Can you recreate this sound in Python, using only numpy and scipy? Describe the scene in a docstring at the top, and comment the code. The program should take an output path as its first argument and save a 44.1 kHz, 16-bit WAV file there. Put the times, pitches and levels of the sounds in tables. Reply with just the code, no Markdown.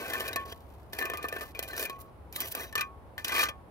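"""A gritty hiss starts at once: a steel trowel scrapes mortar joints of a brick wall outdoors, in short strokes.
Random breaking sand grains make the hiss and also drive the modes of the blade. At each catch on a lump
the grinding jumps up and the blade rings short and clear, as decaying sine tones. Near the end loose mortar
slides off, as noise through two fading resonances. Far traffic, made of filtered noise, hums underneath."""
import sys
import numpy as np
from scipy import signal
from scipy.fft import rfft, irfft, next_fast_len
from scipy.io import wavfile
from scipy.ndimage import uniform_filter1d

SR = 44100
rng = np.random.default_rng(int(sys.argv[2]) if len(sys.argv) > 2 else 0)


def natural_amplitude(level_db):
    """Convert a level in decibels to a linear amplitude factor, elementwise."""
    exponent = np.asarray(level_db, float) / 20
    return 10 ** exponent


def unload_audio(sound):
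    """Save the sound as a 16-bit wav file, at the path given as the first command line argument."""
    columns = np.transpose(np.atleast_2d(sound))
    # keep every value between -1 and 1, then stretch to whole-number steps
    steps = np.round(np.clip(columns, -1, 1) * 32767)
    wavfile.write(sys.argv[1], SR, steps.astype(np.int16))


N = 163170  # length [samples]

# Far traffic wash, its tone colour: (frequency [Hz], relative level [dB])
WASH_COLOUR = [(18, -57), (30, -16), (71, 0), (184, -14), (866, -15), (1540, -27.5), (7000, -52),
               (10500, -44), (13700, -49), (16000, -52)]
# How alike the wash is left and right: (frequency [Hz], likeness [0 to 1])
WASH_LIKENESS = [(70, .7), (200, .9), (600, .6), (1500, .1)]
WASH_DB = -51.5
HUM_HZ, HUM_WIDTH_HZ, HUM_DB = 66, 12, -57  # an engine idles far off

# Trowel level at the two microphone ports: (frequency [Hz], left minus right [dB])
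PORT_LEAN = [(60, 5), (380, -2), (2380, 5), (9000, -5.5), (14000, -1)]
# Trowel phase at the two ports: (frequency [Hz], lead of the left port [radians])
PORT_LEAD = [(520, .3), (1250, 1.9), (2500, 1.4), (3450, 3.1), (4050, 5.1), (5430, 6), (8610, 4.6),
             (12000, 5.6), (16000, 8)]
ECHO_DB, ECHO_T60_S, ECHO_START_S = -6.5, .03, .0015

# Loose mortar sliding off the blade: (frequency [Hz], width [Hz], level [dB], time to fade 60 dB [s])
MORTAR_FALL = [(1100, 700, -44, .2), (1900, 1200, -44, .1)]
FALL_S, FALL_RISE_S = 3.483, .004

# Strokes, each a list of points: (time [s], grit hiss [dB], blade ring over grit [dB])
STROKES = [
    [(0, -47.5, 8.5), (.27, -48, 8.5), (.31, -61.5, 18), (.44, -63.5, 15)],
    [(.452, -56, 4.5), (.53, -57.5, 5), (.54, -69.5, -19), (.92, -75.5, -24)],
    [(.925, -57, -0.5), (1.0, -52, 10), (1.2, -71.5, 22.5), (1.42, -57.5, 7.5), (1.52, -62.5, -4)],
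    [(1.545, -75.5, 20.5), (1.75, -53, 8), (1.83, -37, -2.5), (1.88, -66.5, 18.5), (1.97, -76, 15.5)],
    [(1.985, -65, 0), (2.01, -56, -22.5), (2.1, -96, 21)],
    [(2.325, -56, 0), (2.42, -49, 8), (2.525, -45, -13), (2.545, -66, 18.5), (2.61, -43, 3),
     (2.72, -79, 13.5)],
    [(2.725, -100, -3), (2.76, -61.5, 22.5), (2.82, -59.5, 20), (2.88, -84, 11)],
    [(3.24, -67, 17), (3.3, -47.5, 11.5), (3.4, -30.5, 3), (3.44, -33.5, 2), (3.47, -58.5, 20.5),
     (3.5, -66, 10)],
]
# How the blade lies on the wall, one row a stroke, against the middle modes:
# (low modes [dB], top modes [dB], low bending [dB], grit treble [dB])
GRIPS = [(0.5, -22.5, -2.5, -3), (-3, -0.5, 3, -0.5), (6.5, -31, -1.5, -1.5), (0, -12, -2, 0.5),
         (22, -4, 9, 9.5), (1.5, -4.5, -3, 7.5), (1.5, -13.5, -14, -6.5), (3.5, -7.5, -12, -5.5)]
# Pitches between which the grip blends from low modes to top modes: (frequency [Hz])
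GRIP_HZ = (1200, 1772, 2600, 3800)
# The edge catches on a lump: (time [s], crack [dB], ring over crack [dB],
# time for the crumble to fade 60 dB [s], pitch of the modes struck most [Hz])
CATCHES = [(0.1341, -32.5, -3, 0.046, 1772), (0.2057, -38, 6, 0.061, 1772),
           (0.2782, -29.5, -6.5, 0.034, 2480), (0.3298, -34, -1.5, 0.032, 3830),
           (0.3594, -23, -1, 0.025, 1772), (0.359, -38.5, 15.5, 0.029, 1066), (0.9313, -33, -4, 0.03, 4430),
           (0.9863, -40, 8, 0.079, 1820), (1.012, -41.5, 16.5, 0.013, 1740), (1.0246, -29, 6, 0.013, 1762),
           (1.0549, -34.5, 1.5, 0.036, 2500), (1.0994, -40.5, 10, 0.028, 1770),
           (1.1353, -41, 12, 0.058, 1208), (1.1722, -35.5, -5, 0.036, 2438),
           (1.228, -30.5, -10, 0.037, 2380), (1.242, -47, 17, 0.071, 1794), (1.285, -34, -6.5, 0.029, 2460),
           (1.3256, -41.5, 9, 0.025, 1772), (1.364, -50, 16.5, 0.038, 1772),
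           (1.4082, -39.5, 5.5, 0.15, 1800), (1.5494, -47.5, 11.5, 0.052, 2380),
           (1.5919, -28.5, 1, 0.023, 4420), (1.626, -43, 3.5, 0.1, 2438), (1.6796, -44.5, -7, 0.12, 4150),
           (1.71, -39, -1.5, 0.03, 4150), (1.732, -39.5, 5, 0.041, 1772), (1.7654, -28, -24, 0.025, 2480),
           (1.795, -34, -1.5, 0.14, 2410), (1.853, -29, -5, 0.034, 2390), (1.897, -32.5, 2.5, 0.036, 1070),
           (2.326, -38.5, -30, 0.02, 1772), (2.356, -44, -12, 0.21, 1772), (2.4038, -28, -27, 0.06, 2500),
           (2.5501, -38, -4, 0.049, 2600), (2.7265, -42.5, 4, 0.028, 1772), (2.754, -29.5, 8, 0.024, 1816),
           (2.7782, -34, 9, 0.059, 2500), (2.793, -39, 13.5, 0.02, 1200), (2.809, -26.5, 2, 0.024, 2536),
           (2.814, -40, 16.5, 0.02, 1157), (3.1794, -46.5, 10.5, 0.14, 1850),
           (3.245, -30, -0.5, 0.049, 5800), (3.2817, -28, -15, 0.034, 5800),
           (3.3198, -29.5, -4, 0.027, 2438), (3.35, -35.5, 4.5, 0.023, 2438),
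           (3.3932, -24, 1.5, 0.013, 2405), (3.4188, -23.5, -7.5, 0.027, 4770),
           (3.431, -25.5, 6, 0.037, 1222), (3.486, -41, 13.5, 0.052, 1170)]
CATCH_RISE_S, GRIND_DB = .00023, -3  # start of the crack; grinding drive of the ring after it

# Grit hiss, its tone colour: (frequency [Hz], relative level per Hz [dB])
GRIT_COLOUR = [(880, -51), (1500, -9), (2940, 4), (8080, -5.5), (14100, 3), (16000, -5.5)]
GRAINS_PER_S, GRAIN_SPREAD_DB = 9000, 2.5
CLUMP_DB, CLUMP_S = 4.2, .006
TREBLE_HZ = 7900  # the grip tilts the grit around here
ALONG_EDGE_DB = -5  # grit breaking elsewhere along the edge

# Blade modes: (frequency [Hz], level [dB], time to fade 60 dB when free [s])
BLADE_MODES = [(1104, -9, .45), (1200, -3, .13), (1555, -7, .12), (1772, 2, .15), (2020, -7, .07),
               (2304, -10, .18), (2438, -5, .13), (2620, -9, .09), (2995, -5, .06), (3285, -2, .1),
               (3848, -6, .07), (4150, -6, .07), (4770, -6, .04), (5800, -4, .035)]
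# Low bending of the blade, damped by the hand: (frequency [Hz], width [Hz], level [dB])
BENDING_MODES = [(447, 213, 11), (594, 75, -2.5), (659, 26.7, 4)]
PRESS_LOSS = .03  # extra width of each mode against the wall, as a share of its pitch
WANDER_DB, WANDER_S = 5., .025  # modes swell and fade as the contact point slides
KNOCK_S = .00036  # time constant of the start of a struck ring
STRIKE_OCTAVES, OTHERS_DB = .04, -13  # reach of a catch around its pitch; level of the other modes
STOP_T60_S, REST_S = .02, .011  # the next catch, if later than REST_S, stops the ring

BAND_TOP_HZ = 15900  # top of the microphone's range


def evened(x):
    """Scales a signal to an average (RMS) strength of one."""
    return x / np.sqrt(np.mean(x ** 2) + 1e-20)


def read(points, hz):
    """Reads a curve between its points, on a logarithmic pitch scale."""
    f, value = np.transpose(points)
    return np.interp(np.log(hz + 1), np.log(f + 1), value)


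def coloured(x, gain):
    """Applies a gain given per frequency."""
    size = next_fast_len(N + 4096)
    spectrum = rfft(x, size) * gain(np.fft.rfftfreq(size, 1 / SR))
    return irfft(spectrum, size)[..., :N]


def mode(x, hz, width):
    """Two-pole resonance, scaled to roughly keep the power of white noise."""
    r = np.exp(-np.pi * width / SR)
    turn = 2 * np.pi * hz / SR
    gain = np.sqrt(2 * (1 - r * r)) * np.sin(turn)
    return gain * signal.lfilter([1], [1, -2 * r * np.cos(turn), r * r], x)


def yard():
    """Far traffic: noise partly shared by left and right, and narrow noise that wavers as a low hum."""
    a, b, c, d = rng.standard_normal((4, N))

    def wash(f):
        return natural_amplitude(read(WASH_COLOUR, f))

    def same(f):
        return np.clip(read(WASH_LIKENESS, f), -1, 1)

    left = coloured(a, wash)
    shared = coloured(a, lambda f: wash(f) * same(f))
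    own = coloured(b, lambda f: wash(f) * np.sqrt(1 - same(f) ** 2))
    pair = np.array([left, shared + own])
    hum = mode(np.array([c + .45 * d, c - .45 * d]), HUM_HZ, HUM_WIDTH_HZ)
    hum = coloured(hum, lambda f: f ** 2 / (f ** 2 + 50. ** 2))
    return natural_amplitude(WASH_DB) * evened(pair) + natural_amplitude(HUM_DB) * evened(hum)


def ports(x):
    """Two microphone ports: they differ in phase and level, and hear scattered echoes from wall and ground."""
    left = coloured(x, lambda f: natural_amplitude(read(PORT_LEAN, f) / 2) * np.exp(.5j * read(PORT_LEAD, f)))
    right = coloured(x, lambda f: natural_amplitude(-read(PORT_LEAN, f) / 2) * np.exp(-.5j * read(PORT_LEAD, f)))
    u = np.arange(SR // 5) / SR
    taps = rng.choice([-1., 1.], (2, len(u))) * (rng.random((2, len(u))) < .06)  # sparse echoes
    taps *= (u > ECHO_START_S) * natural_amplitude(-60 * u / ECHO_T60_S)
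    taps /= np.linalg.norm(taps, axis=1, keepdims=True)
    bright = coloured(x, lambda f: f ** 2 / (f ** 2 + 700. ** 2))  # echoes lack bass
    echoes = signal.fftconvolve(bright[None], taps, axes=1)[:, :N]
    return np.array([left, right]) + natural_amplitude(ECHO_DB) * echoes


def falling(sand):
    """Loose mortar slides off: grain noise in two resonances, of which the brighter dies first."""
    u = np.maximum(np.arange(N) / SR - FALL_S, 0)
    body = sum(natural_amplitude(db - 60 * u / t60) * mode(sand, f, width) for f, width, db, t60 in MORTAR_FALL)
    return np.minimum(u / FALL_RISE_S, 1) * body


def grains():
    """Random sand grains breaking, in clumps; two unlike streams."""
    breaks = rng.random((2, N)) < GRAINS_PER_S / SR
    size = natural_amplitude(GRAIN_SPREAD_DB * np.minimum(rng.exponential(1, (2, N)), 4)) * breaks
    clump = evened(uniform_filter1d(rng.standard_normal(N), round(CLUMP_S * SR)))
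    return evened((size + .2) * rng.standard_normal((2, N)) * natural_amplitude(CLUMP_DB * clump))


def contact():
    """Strength of grit and ring drive over time, where strokes and catches add as power; and the grip."""
    t, power, grip = np.arange(N) / SR, np.zeros((2, N)), np.zeros((4, N))
    for stroke, hold in zip(STROKES, GRIPS):
        s, grit, ring = np.transpose(stroke)
        on = (t >= s[0]) & (t < s[-1])
        power[:, on] += [natural_amplitude(2 * np.interp(t[on], s, db)) for db in (grit, grit + ring)]
        grip[:, t >= s[0]] = np.array(hold)[:, None]  # holds until the next stroke
    for s, db, ring, t60, _ in CATCHES:
        start = round(s * SR)
        u = t[start:][:SR // 4] - s
        crumble = np.clip(u / CATCH_RISE_S, 0, 1) * natural_amplitude(db - 60 * u / max(t60, .005))
        share = natural_amplitude(np.array([[0], [ring + GRIND_DB]]))
        power[:, start:][:, :len(u)] += (share * crumble) ** 2
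    return np.sqrt(power), grip


def grit_hiss(grit, treble, sand):
    """Breaking grains heard directly; the grip tilts their treble against the rest."""
    hz = np.fft.rfftfreq(4096, 1 / SR)
    counted = (hz > 4500) * (hz < BAND_TOP_HZ)  # the hiss level refers to this range
    norm = np.sqrt(np.mean(natural_amplitude(2 * read(GRIT_COLOUR, hz)) * counted))

    def colour(f):
        return natural_amplitude(read(GRIT_COLOUR, f)) / norm

    def dull(f):
        return 1 / (1 + (f / TREBLE_HZ) ** 4)

    dark = coloured(grit * sand / natural_amplitude(treble / 2), lambda f: colour(f) * dull(f))
    bright = coloured(grit * sand * natural_amplitude(treble / 2), lambda f: colour(f) * (1 - dull(f)))
    return dark + bright


def pressed_ring(ring, low, top, rub):
    """Rubbing drives the blade modes, which the wall damps and the grip favours unequally."""
    out = np.zeros(N)
    total = np.sqrt(sum(natural_amplitude(2 * row[1]) for row in BLADE_MODES))
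    span = round(WANDER_S * SR)
    for f, db, t60 in BLADE_MODES:
        low_share = np.interp(f, GRIP_HZ, [1, 0, 0, 0])
        top_share = np.interp(f, GRIP_HZ, [0, 0, 0, 1])
        slow = uniform_filter1d(uniform_filter1d(rng.standard_normal(N), span), span)
        drive = ring * rub * natural_amplitude(low_share * low + top_share * top + WANDER_DB * evened(slow))
        width = np.log(1000) / np.pi / t60 + PRESS_LOSS * f
        out += natural_amplitude(db) / total * mode(drive, f, width)
    return out


def bending(drive):
    """Low bending of the blade: rubbing drives broad resonances, damped by the hand."""
    total = np.sqrt(sum(natural_amplitude(2 * row[2]) for row in BENDING_MODES))
    return sum(natural_amplitude(db) / total * mode(drive, f, width) for f, width, db in BENDING_MODES)


def strikes():
    """Each catch strikes the modes near its pitch; they ring freely until a later catch stops them."""
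    out = np.zeros(N + SR)
    f, mode_db, t60 = np.transpose(BLADE_MODES)[:, :, None]
    times = np.array([row[0] for row in CATCHES] + [N / SR])
    chance = rng.random((len(CATCHES), 2, len(BLADE_MODES), 1))
    for (s, db, ring, _, hz), (turn, luck) in zip(CATCHES, chance):
        free = times[times > s + REST_S][0] - s
        u = np.arange(0, min(free + STOP_T60_S, .4), 1 / SR)
        near = np.exp(-.5 * (np.log2(f / hz) / STRIKE_OCTAVES) ** 2)
        share = near + luck * natural_amplitude(mode_db + OTHERS_DB)
        fade = natural_amplitude(db + ring - 60 * u / t60 - 60 * np.maximum(u - free, 0) / STOP_T60_S)
        tones = share * fade * np.sin(2 * np.pi * (f * u + turn))
        out[round(s * SR):][:len(u)] += (1 - np.exp(-u / KNOCK_S)) * tones.sum(0)
    return out[:N]


def trowel():
    """Adds up grit hiss, rings, bending and falling mortar; second result: grit along the edge."""
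    (grit, ring), (low, top, flex, treble) = contact()
    sand = grains()
    rub = evened(sand + rng.standard_normal((2, N)))  # the edge feels grains and steady rubbing
    hiss, along = grit_hiss(grit, treble, sand)
    bright = hiss + pressed_ring(ring, low, top, rub[0]) + strikes()
    deep = bending(ring * natural_amplitude(flex) * rub[1]) + falling(rub[1])
    # the small blade radiates little bass
    thin = coloured(bright, lambda f: f ** 4 / (f ** 4 + 850. ** 4))
    near = thin + coloured(deep, lambda f: f ** 4 / (f ** 4 + 220. ** 4))
    return near, along


def scene():
    """The trowel at both ports, grit along the edge in opposite sign left and right, and the yard."""
    near, along = trowel()
    return ports(near) + natural_amplitude(ALONG_EDGE_DB) * np.array([along, -along]) + yard()


def low_pass(x):
    """Removes everything above the highest recorded frequency."""
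    return signal.sosfilt(signal.butter(12, 16990, fs=SR, output="sos"), x)


def record(dry):
    """The microphone cuts the deepest bass and everything above its range."""
    bass_cut = signal.butter(3, 38, "high", fs=SR, output="sos")
    band_limit = signal.firwin(255, BAND_TOP_HZ, window=("kaiser", 5), fs=SR)
    mix = signal.sosfilt(bass_cut, dry)
    mix = signal.oaconvolve(mix, band_limit[None], "same")
    return low_pass(mix)


dry = scene()
out = record(dry)
unload_audio(out)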